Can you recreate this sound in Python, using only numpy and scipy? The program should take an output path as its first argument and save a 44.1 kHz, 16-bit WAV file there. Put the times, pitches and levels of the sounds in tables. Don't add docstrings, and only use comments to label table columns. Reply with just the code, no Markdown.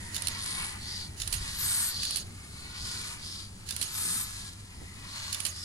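import sys
import numpy as np
from scipy import signal
from scipy.fft import rfft, irfft
from scipy.io import wavfile
from scipy.ndimage import uniform_filter1d

SR = 44100
rng = np.random.default_rng(int(sys.argv[2]) if len(sys.argv) > 2 else 0)


def generate_wav(signal):
    frames = np.transpose(np.atleast_2d(signal))
    scaled = np.clip(frames, -1, 1) * 32767
    pcm = np.round(scaled).astype(np.int16)
    wavfile.write(sys.argv[1], SR, pcm)


N = 248724
T = np.arange(N) / SR
HZ = np.fft.rfftfreq(N, 1 / SR)

# f/Hz, level/dB (per Hz)
RUMBLE_SPECTRUM = [(15, -2), (30, -8.5), (50, -2), (75, 0.5), (100, -2), (130, -4.5), (190, -7.5),
                   (300, -14), (400, -17), (500, -24.5), (900, -23), (2000, -77), (6000, -62), (15000, -45)]
THUD_SPECTRUM = [(80, -27), (200, 3), (320, 4), (450, -4), (700, -9), (1500, -22), (5000, -50)]
CHUFF_SPECTRUM = [(400, -15), (700, -5.5), (950, 5.5), (1250, 3), (1600, -0.5), (1950, 4), (2300, 4.5),
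                  (3000, 1), (5000, -35)]
JET_SPECTRUM = [(500, -15), (1200, 4), (2700, 2), (3500, 2), (4500, 8), (5800, 3.5), (6600, 6.5),
                (8200, 6.5), (9600, 5), (10700, 1.5), (11700, -6), (13000, -9), (14200, -15), (16000, -88)]
THIN_HISS_SPECTRUM = [(1900, -23.5), (2500, -15.5), (3200, -5), (3700, -3.5), (4200, 0.5), (4650, -0.5),
                      (5100, -5.5), (5600, -7.5), (7000, -13.5), (9500, -36), (12000, -60)]
DRAG_SPECTRUM = [(600, -52), (1600, 1.5), (2450, -2), (2900, 9.5), (3250, -2), (3600, 5.5), (4400, 9),
                 (5800, 4.5), (7100, 7.5), (8200, -1.5), (10000, 10), (12500, -7), (15500, -14)]
CLACK_SPECTRUM = [(500, -7.5), (1400, -6.5), (2400, 0.5), (3100, 8), (3500, 0), (4250, 9.5), (5200, 3.5),
                  (6800, 1), (8200, 6), (9400, 11.5), (10800, 7), (12500, -3.5), (15500, -22)]
BED_SPECTRUM = [(150, -32), (330, -11), (480, -10.5), (640, 5), (850, -13), (1400, 1), (3000, -25)]
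PUFF_SPECTRUM = [(70, -19), (140, -2), (200, -1.5), (280, -12), (420, -14.5), (1000, -48)]
# f/Hz, level/dB (per Hz)
RUSH_SPECTRUM = [(10000, -42), (11400, 9), (12300, 0), (13000, 9), (13550, -16), (14500, -53)]

# f/Hz, likeness (0 to 1)
RUMBLE_LIKENESS = [(30, .96), (100, .97), (160, .92), (250, .7), (600, .3), (2000, .2)]
# f/Hz, likeness
STEAM_LIKENESS = [(300, 0.3), (550, 0.3), (1000, 0.88), (1400, 0.46), (1750, 0.1), (2050, 0.62),
                  (2250, 0.65), (2700, 0.82), (3600, 0), (4500, 1.23), (5600, 0.33), (7000, 0.5),
                  (8600, 0.56), (10200, 0.05), (11500, 0.2)]
# f/Hz, left minus right level/dB
STEAM_BALANCE = [(500, -3.5), (950, 5), (1400, -2), (1750, -3.5), (2250, 2.5), (3250, 0), (3700, 4.5),
                 (4550, 2), (5000, -5.5), (5900, 0.5), (7000, 1.5), (9000, 0.5), (10600, 6.5), (12000, 4),
                 (15000, 2)]
# f/Hz, phase/rad by which the left port leads beyond LEAD_MS
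PHASE_TURN = [(300, 0.48), (600, 2.2), (1000, 0.65), (1550, -1.02), (2000, 1.05), (2300, -0.099),
              (6300, -0.64), (7000, -0.33), (8500, -1), (10500, -0.41)]
# f/Hz, level/dB
UNEVEN_DEPTH = [(500, 2.2), (2500, 2.7), (5000, 1.9), (12000, 1.8)]

# t/s, level/dB
DRONE_LEVEL = [(0, -48), (.7, -52), (1.5, -54.5), (2.1, -59), (2.9, -54), (3.7, -52), (4.3, -51.5),
               (5.63, -50.5)]
# t/s of the peak, half length/s, level/dB
GUSTS = [(1.348, 0.069, -35.5), (2.834, 0.016, -41), (4.376, 0.032, -46)]
# t/s, level/dB, length/s
BUMPS = [(4.812, -51.5, 0.028)]

# t/s at full pressure, half length/s,
# build/s, ebb/s, then level/dB of chuff, jet, thin hiss, jet's bright hump, low puff
BLASTS = [(0.553, 0.17, 0.25, 0.15, -42.5, -46, -39.5, 14, -54),
          (1.745, 0.16, 0.35, 0.16, -47, -35, -40, 8.5, -78),
          (2.988, 0.16, 0.21, 0.18, -47.5, -40.5, -42.5, 2, -52),
          (4.093, 0.15, 0.3, 0.28, -50, -35.5, -45.5, 8.5, -50),
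          (5.273, 0.15, 0.18, 0.12, -46.5, -42.5, -46, -2.5, -62)]
# t/s, level/dB
LEAK_LEVEL = [(0, 7.5), (.3, 7.5), (.8, 6.5), (1.14, 3), (2.3, 2.5), (2.6, 6), (3.0, 1), (3.55, 2),
              (4.65, 2), (5.0, 5), (5.63, 1)]
# t/s at the top, build/s, ebb/s, hiss level/dB,
# broad jet level/dB, resonance f/Hz, its width/Hz, its level/dB, share by which its pitch sags at low pressure
HISSES = [(0.965, 0.12, 0.082, -41.5, -47.5, 4840, 720, -41, 0.13),
          (2.049, .125, 0.13, -38.5, -43.5, 4540, 700, -36.5, 0.029),
          (2.629, 0.1, 0.073, -60, -61, 4330, 550, -51, .03),
          (2.85, 0.076, 0.12, -53, -60, 4900, 800, -46, 0.092),
          (3.32, 0.105, 0.11, -44, -47, 5100, 560, -46.5, 0.11),
          (4.418, 0.077, 0.097, -48, -46, 4360, 700, -58, 0.045),
          (5.25, 0.14, .1, -60, -60, 4340, 480, -48, 0.035),
          (5.61, 0.09, 0.098, -50, -46, 5140, 780, -45.5, 0.11)]
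# t/s, level/dB
SPUTTER_DEPTH = [(.3, 1.2), (.42, 2.5), (.66, 2.5), (.78, 1.1)]
# t/s, level/dB, length/s
SPITS = [(.4445, -39, .0012), (.4607, -31.5, .003), (.5652, -36, .0015), (.5695, -38, .002),
         (.659, -38, .001)]
# t/s of the peak, half length/s, f/Hz, level/dB, left minus right level/dB
HOLLOW_NOTES = [(0.144, 0.53, 1930, -56, -35), (0.926, 0.054, 1940, -53, -24),
                (1.655, 0.25, 1852, -51.5, -16), (4.927, 0.15, 1993, -58.5, 15),
                (5.541, 0.19, 1924, -57.5, -3)]

# t/s, level/dB, length/s, ring f/Hz
CATCHES = [(.1447, -31.5, .0045, 4250), (.1637, -27, .0038, 3550), (.1788, -34, .003, 3900),
           (1.1998, -32.5, .0045, 4250), (1.2182, -27, .004, 3550), (1.2332, -36, .003, 3900),
           (2.0322, -26.5, .003, 4250), (2.051, -30, .0045, 3550), (3.689, -31.5, .0045, 4250),
           (3.7076, -27, .0036, 3550), (3.7238, -35, .003, 3900), (5.3267, -26.5, .0045, 4250),
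           (5.3452, -27.5, .004, 3550)]
# t/s, level/dB, length/s, ring f/Hz
CLACKS = [(.2207, -28.5, 0.0035, 9280), (.2712, -21.5, 0.0025, 4125), (.283, -23.5, 0.0027, 9300),
          (1.2753, -26.5, 0.0034, 9300), (1.3258, -23, 0.0052, 4360), (1.3368, -28.5, 0.0038, 9300),
          (2.1077, -28.5, .003, 9400), (2.1585, -24, 0.0039, 4350), (2.169, -25, 0.0027, 9200),
          (3.7638, -26, 0.0028, 8930), (3.8133, -26.5, 0.0092, 4160), (3.8254, -27, 0.0036, 9600),
          (5.4028, -24, 0.0021, 9400), (5.451, -24, 0.006, 4240), (5.4635, -32, 0.0063, 8900)]
# t/s of the main blow, then level/dB of rattle, scrape, squeak
STROKES = [(.2712, -50, -34, -44), (1.324, -28, -39, -41.5), (2.158, -32.5, -45, -43.5),
           (3.814, -30, -40, -42), (5.449, -28, -37, -39.5)]
# t/s after the blow, length/s, start f/Hz, end f/Hz, relative level/dB
SQUEAKS = [(-.025, .027, 9950, 9900, 1.5), (.035, .028, 6780, 6420, 2)]

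# t/s at full pressure, half length/s, pitch factor, relative level/dB
WHISTLES = [(1.745, .185, 1.0, 1), (4.093, .18, 1.005, -2.5)]
# f/Hz at full pressure before the pitch factor, length as a share of the blast,
# lag/s, share by which the pitch sags at the ends
EDGE_TONES = [(13130, 1.02, 0, .078), (8430, .82, .027, .066), (10480, .8, -.01, .03)]
# clean tone level/dB, breathy band level/dB,
# left minus right level/dB, share of the clean tone that frays away at full pressure
EDGE_LEVELS = [(-38.5, -45, 3, .65), (-36.3, -38, -1, .15), (-50, -47, 4, .3)]

LEAD_MS = .178
LEAK_CHUFF_DB, LEAK_JET_DB, LEAK_HISS_DB = -60, -56, -63.5
LEAK_BRIGHT_DB, DULLING_DB_PER_S = 5, 0.5
HISS_LEAD_S = 0.052
CHUFF_SWELL_DB, JET_SWELL_DB, HISS_SWELL_DB = -4.5, -6, -2
CHUFF_SPREAD = 1.28
SPUTTER_HZ = 330
DRONE_HZ, DRONE_OCTAVE_DB = 94.5, -11
BREEZE_DB = -59
BED_DB, BED_LEAD_S, BED_HALF_S = -58, 0.0094, 0.093
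PUFF_HALF_S = 0.081
RUSH_DB = -48.5
EDGE_HZ = 15900


def gain_of(db):
    return 10 ** (np.asarray(db) / 20)


def evened(x):
    return x / np.sqrt(np.mean(x ** 2) + 1e-20)


def read(points, hz):
    f, value = np.transpose(points)
    return np.interp(np.log(hz + 1), np.log(f + 1), value)


def wander(rate_hz):
    return evened(irfft(rfft(rng.standard_normal(N)) / (1 + (HZ / rate_hz) ** 4), N))


def swell(s, half_s, steepness=2):
    return np.exp(-np.minimum(abs((T - s) / half_s) ** steepness, 60))


def bursts(rows, tail_db, tail_s, rise_s=.0003):
    power = np.zeros(N)
    for s, db, length, *_ in rows:
        t = np.maximum(T - s, 0)
        crack = swell(s, length) + gain_of(tail_db) ** 2 * np.exp(-t / tail_s)
        onset = (1 - swell(s, rise_s)) * (t > 0)
        power += gain_of(db) ** 2 * crack * onset
    return power


def ports(shape_db, same, lead_ms, balance_db):
    a, b = rfft(rng.standard_normal((2, N)))
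    same = np.clip(same, -1, 1)
    lead = np.exp(2j * np.pi * HZ * lead_ms / 10 ** 3)
    left = (same * a + np.sqrt(1 - same ** 2) * b) * lead
    pair = np.array([left * gain_of(balance_db / 2), a * gain_of(-balance_db / 2)])
    return pair * gain_of(shape_db)


def far_noise(shape_db, likeness=1.0):
    direct, scattered = rfft(rng.standard_normal((2, N)))
    same = np.clip(likeness * read(STEAM_LIKENESS, HZ), 0, 1)
    balance_db = read(STEAM_BALANCE, HZ)
    lead = np.exp(1j * (2 * np.pi * HZ * LEAD_MS / 10 ** 3 + read(PHASE_TURN, HZ)))
    left = (same * direct + np.sqrt(1 - same ** 2) * scattered) * lead
    sides_db = [shape_db + balance_db / 2, shape_db - balance_db / 2]
    return evened(irfft(np.array([left, direct]) * gain_of(sides_db), N))


def near_noise(spectrum, balance_db):
    knots = np.linspace(0, SR / 2, num=200)
    uneven_db = 1.3 * np.interp(HZ, knots, rng.standard_normal(size=200))
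    return evened(irfft(ports(read(spectrum, HZ) + uneven_db, 0.064, -0.24, balance_db), N))


def band(hz, width_hz, size=N):
    r = np.exp(-np.pi * abs(width_hz) / SR)
    white = rng.standard_normal(size) + 1j * rng.standard_normal(size)
    fuzz = signal.lfilter([1], [1, -2 * r, r * r], white)
    return fuzz / np.std(fuzz) * np.exp(2j * np.pi * np.cumsum(hz) / SR)


def far_band(hz, width_hz, scatter=1.0):
    direct, left, right = (band(hz, width_hz, size=len(hz)) for _ in range(3))
    lead = np.exp(2j * np.pi * hz * LEAD_MS / 10 ** 3)
    return evened(np.array([direct * lead + scatter * left, direct + scatter * right]).real)


def soft_note(power, hz, width_hz):
    out, on = np.zeros((2, N)), power > 1e-4
    out[:, on] = far_band(np.broadcast_to(hz, N)[on], width_hz) * np.sqrt(power[on])
    return out


def drone(waver_hz=5.0, waver_rate_hz=12):
    phase = 2 * np.pi * np.cumsum(DRONE_HZ + waver_hz * wander(waver_rate_hz)) / SR
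    level_db = np.interp(T, *np.transpose(DRONE_LEVEL)) + 1.65 * wander(6.9)
    tone = np.sin(phase) + gain_of(DRONE_OCTAVE_DB) * np.sin(2 * phase)
    return evened(tone) * gain_of(level_db)


def rumble(rumble_db=-46.0, recede_db=0.88, wind_hz=70):
    roar = evened(irfft(ports(read(RUMBLE_SPECTRUM, HZ), read(RUMBLE_LIKENESS, HZ), .04, 0), N))
    roar *= gain_of(rumble_db - recede_db * T + 1.3 * wander(7))
    wind_shape = HZ ** 2 / (HZ ** 2 + 26 ** 2) / (1 + (HZ / wind_hz) ** 3)
    wind = evened(irfft(ports(0, 1.0, 0, 0) * wind_shape, N))
    gusts = sum(gain_of(db) * np.sqrt(swell(s, half, steepness=1.43)) for s, half, db in GUSTS)
    bump = far_noise(read(THUD_SPECTRUM, HZ)) * np.sqrt(bursts(BUMPS, tail_db=0, tail_s=0.017))
    return roar + drone() + wind * (gain_of(BREEZE_DB) + gusts) + bump


def blast_power(s, half_s, swell_db, build_s, ebb_s, steepness, swell_steepness=4.9):
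    surround = gain_of(swell_db) ** 2 * swell(s, np.where(T < s, build_s, ebb_s), swell_steepness)
    return np.maximum(swell(s, half_s, steepness), surround)


def steam_levels(chuff_steepness=2.5, jet_steepness=5.2, hiss_steepness=3.5,
                 blast_note_hz=4550, blast_note_db=-11):
    leak_db = np.interp(T, *np.transpose(LEAK_LEVEL))
    chuff, jet, hiss = (gain_of(db + leak_db) ** 2 for db in (LEAK_CHUFF_DB, LEAK_JET_DB, LEAK_HISS_DB))
    bright_db = rest_db = LEAK_BRIGHT_DB - DULLING_DB_PER_S * T
    for s, half, build, ebb, chuff_db, jet_db, hiss_db, brightness_db, _ in BLASTS:
        chuff += gain_of(chuff_db) ** 2 * blast_power(
            s, half, CHUFF_SWELL_DB, CHUFF_SPREAD * build, CHUFF_SPREAD * ebb, chuff_steepness)
        jet += gain_of(jet_db) ** 2 * blast_power(s, half, JET_SWELL_DB, build, ebb, jet_steepness)
        hiss += gain_of(hiss_db) ** 2 * blast_power(
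            s - HISS_LEAD_S, half, HISS_SWELL_DB, build, ebb, hiss_steepness)
        bright_db = bright_db + (brightness_db - rest_db) * swell(s, half, steepness=4.9)
    blast_note = far_band(np.full(N, blast_note_hz), width_hz=920)
    note = blast_note * np.sqrt(hiss) * gain_of(blast_note_db)
    for s, build_s, ebb_s, hiss_db, jet_db, note_hz, width_hz, note_db, sag in HISSES:
        side_s = np.where(T < s, build_s, ebb_s)
        power = swell(s, side_s, hiss_steepness)
        hiss += gain_of(hiss_db) ** 2 * power
        jet += gain_of(jet_db) ** 2 * power
        pressure = swell(s, side_s)
        note += soft_note(power, note_hz * (1 - sag * (1 - pressure)), width_hz) * gain_of(note_db)
    return np.sqrt(chuff), np.sqrt(jet), np.sqrt(hiss), bright_db, note


def sputter():
    depth = np.log(gain_of(np.interp(T, *np.transpose(SPUTTER_DEPTH))))
    return np.exp(depth * wander(SPUTTER_HZ) - depth ** 2)


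def steam(bright_hz=9900, bright_width_hz=1200, flutter_db=0.5, chuff_flutter_db=1.87):
    chuff, jet, hiss, bright_db, note = steam_levels()
    flutter = gain_of(flutter_db * wander(32.0)) * sputter()
    blow = far_noise(read(JET_SPECTRUM, HZ))
    hump = irfft(rfft(blow) * np.exp(-((HZ - bright_hz) / bright_width_hz) ** 2 / 2), N)
    bright_jet = (blow + hump * (gain_of(bright_db) - 1)) * jet
    thin_hiss = far_noise(read(THIN_HISS_SPECTRUM, HZ), likeness=0.99) * hiss
    spits = far_noise(read(JET_SPECTRUM, HZ)) * np.sqrt(bursts(SPITS, tail_db=-14, tail_s=.005))
    soft_chuff = far_noise(read(CHUFF_SPECTRUM, HZ)) * chuff * gain_of(chuff_flutter_db * wander(10.5))
    return (bright_jet + note + thin_hiss) * flutter + spits + soft_chuff


def uneven_spectrum(x):
    hz, _, z = signal.stft(x, SR, nperseg=1024, noverlap=768)
    drift = uniform_filter1d(rng.standard_normal((3,) + z.shape[1:]), size=3, axis=1)
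    drift = drift - uniform_filter1d(drift, size=9, axis=1)
    drift = evened(uniform_filter1d(drift, size=70, axis=2))
    depth_db = read(UNEVEN_DEPTH, hz)[:, None]
    uneven_db = depth_db * (drift[2] + .5 * drift[:2]) - depth_db ** 2 / 7
    return signal.istft(z * gain_of(uneven_db), SR, nperseg=1024, noverlap=768)[1][:, :N]


def hollow():
    out = np.zeros((2, N))
    for s, half, hz, db, pan_db in HOLLOW_NOTES:
        sides_db = db + np.array([[pan_db], [-pan_db]]) / 2 - abs(pan_db) / 4
        out += soft_note(swell(s, half), hz, width_hz=280) * gain_of(sides_db)
    return out


def rings(rows, ring_db, t60_s, rise_s=0.0011):
    out, t = np.zeros(N), np.arange(SR // 10) / SR
    for s, db, _, hz in rows:
        envelope = gain_of(db + ring_db - 60 * t / t60_s) * (1 - np.exp(-t / rise_s))
        out[round(s * SR):][:len(t)] += envelope * np.sin(2 * np.pi * hz * t)
    return out * gain_of([[-6], [3]])


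def linkage(slide_db=-44.5, rattle_s=0.01, scrape_s=0.0089, grain_db=0.5):
    clack = bursts(CLACKS, tail_db=-14, tail_s=.007)
    drag = bursts(CATCHES, tail_db=-11, tail_s=.007)
    for s, rattle_db, scrape_db, _ in STROKES:
        since_rebound = T - s - .014
        rattle = (since_rebound > 0) * np.exp(-abs(since_rebound) / rattle_s)
        clack += gain_of(rattle_db) ** 2 * rattle
        drag += gain_of(scrape_db) ** 2 * swell(s - .111, scrape_s)
        drag += gain_of(slide_db) ** 2 * swell(s - 0.04, 0.11, steepness=20)
    grain = evened(gain_of(grain_db * wander(1600)))
    clacking = near_noise(CLACK_SPECTRUM, balance_db=-10.0) * np.sqrt(clack)
    dragging = near_noise(DRAG_SPECTRUM, balance_db=-7.0) * np.sqrt(drag)
    ringing = rings(CATCHES, ring_db=-5.0, t60_s=0.059) + rings(CLACKS, ring_db=-1.5, t60_s=0.027)
    return grain * (clacking + dragging) + ringing


def bed():
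    moving = sum(swell(s - BED_LEAD_S, BED_HALF_S, steepness=11) for s, *_ in STROKES)
    return near_noise(BED_SPECTRUM, balance_db=-6.5) * gain_of(BED_DB) * np.sqrt(moving)


def squeaks():
    out = np.zeros(N)
    waver = 1 + .009 * wander(400)
    for s, *_, db in STROKES:
        for after, length, start_hz, end_hz, part_db in SQUEAKS:
            u = (T - s - after) / length
            on = (u > 0) & (u < 1)
            hz = (start_hz + (end_hz - start_hz) * u[on]) * waver[on]
            tone = np.sin(2 * np.pi * np.cumsum(hz) / SR)
            out[on] += gain_of(db + part_db) * np.sin(np.pi * u[on]) * tone
    return out * gain_of([[-5], [3]])


def puffs():
    power = sum(gain_of(db) ** 2 * swell(s, PUFF_HALF_S) for s, *_, db in BLASTS)
    return evened(irfft(ports(read(PUFF_SPECTRUM, HZ), 1.0, .04, 0), N)) * np.sqrt(power)


def whistles(jitter=0.0025, shiver_hz=80):
    rush_power = sum(gain_of(db) ** 2 * swell(s, half, steepness=5) for s, half, _, db in WHISTLES)
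    out = far_noise(read(RUSH_SPECTRUM, HZ)) * gain_of(RUSH_DB) * np.sqrt(rush_power)
    for s, half, pitch, db in WHISTLES:
        for edge_tone, edge_level in zip(EDGE_TONES, EDGE_LEVELS):
            top_hz, share, lag, sag = edge_tone
            tone_db, breathy_db, pan_db, fray = edge_level
            on = abs(T - s - lag) < share * half
            u = (T[on] - s - lag) / half / share
            hz = top_hz * pitch * (1 - sag * u ** 2 + jitter * wander(45)[on])
            pressure = np.exp(-3 * u ** 2)
            turns = np.cumsum(hz + shiver_hz * wander(500)[on]) / SR
            cycles = np.array([turns + hz * LEAD_MS / 10 ** 3, turns])
            direct = evened(np.sin(2 * np.pi * cycles + np.outer([1, 0], read(PHASE_TURN, hz))))
            fuzzy = direct + .45 * far_band(hz, width_hz=150)
            tone = fuzzy * gain_of(tone_db + 1.2 * wander(25)[on])
            breathy = far_band(hz, width_hz=520) * gain_of(breathy_db)
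            mix = tone * (1 - fray * pressure) + breathy * np.sqrt(pressure)
            sides = gain_of([[pan_db / 2], [-pan_db / 2]])
            out[:, on] += gain_of(db) * sides * mix * signal.windows.tukey(len(u), .3)
    return out


def scene():
    engine = rumble() + uneven_spectrum(steam()) + hollow() + puffs() + whistles()
    return engine + linkage() + bed() + squeaks()


def record(dry):
    low_pass = signal.firwin(511, EDGE_HZ, window=("kaiser", 9), fs=SR)
    return signal.oaconvolve(dry, low_pass[None], "same")


dry = scene()
out = record(dry)
generate_wav(out)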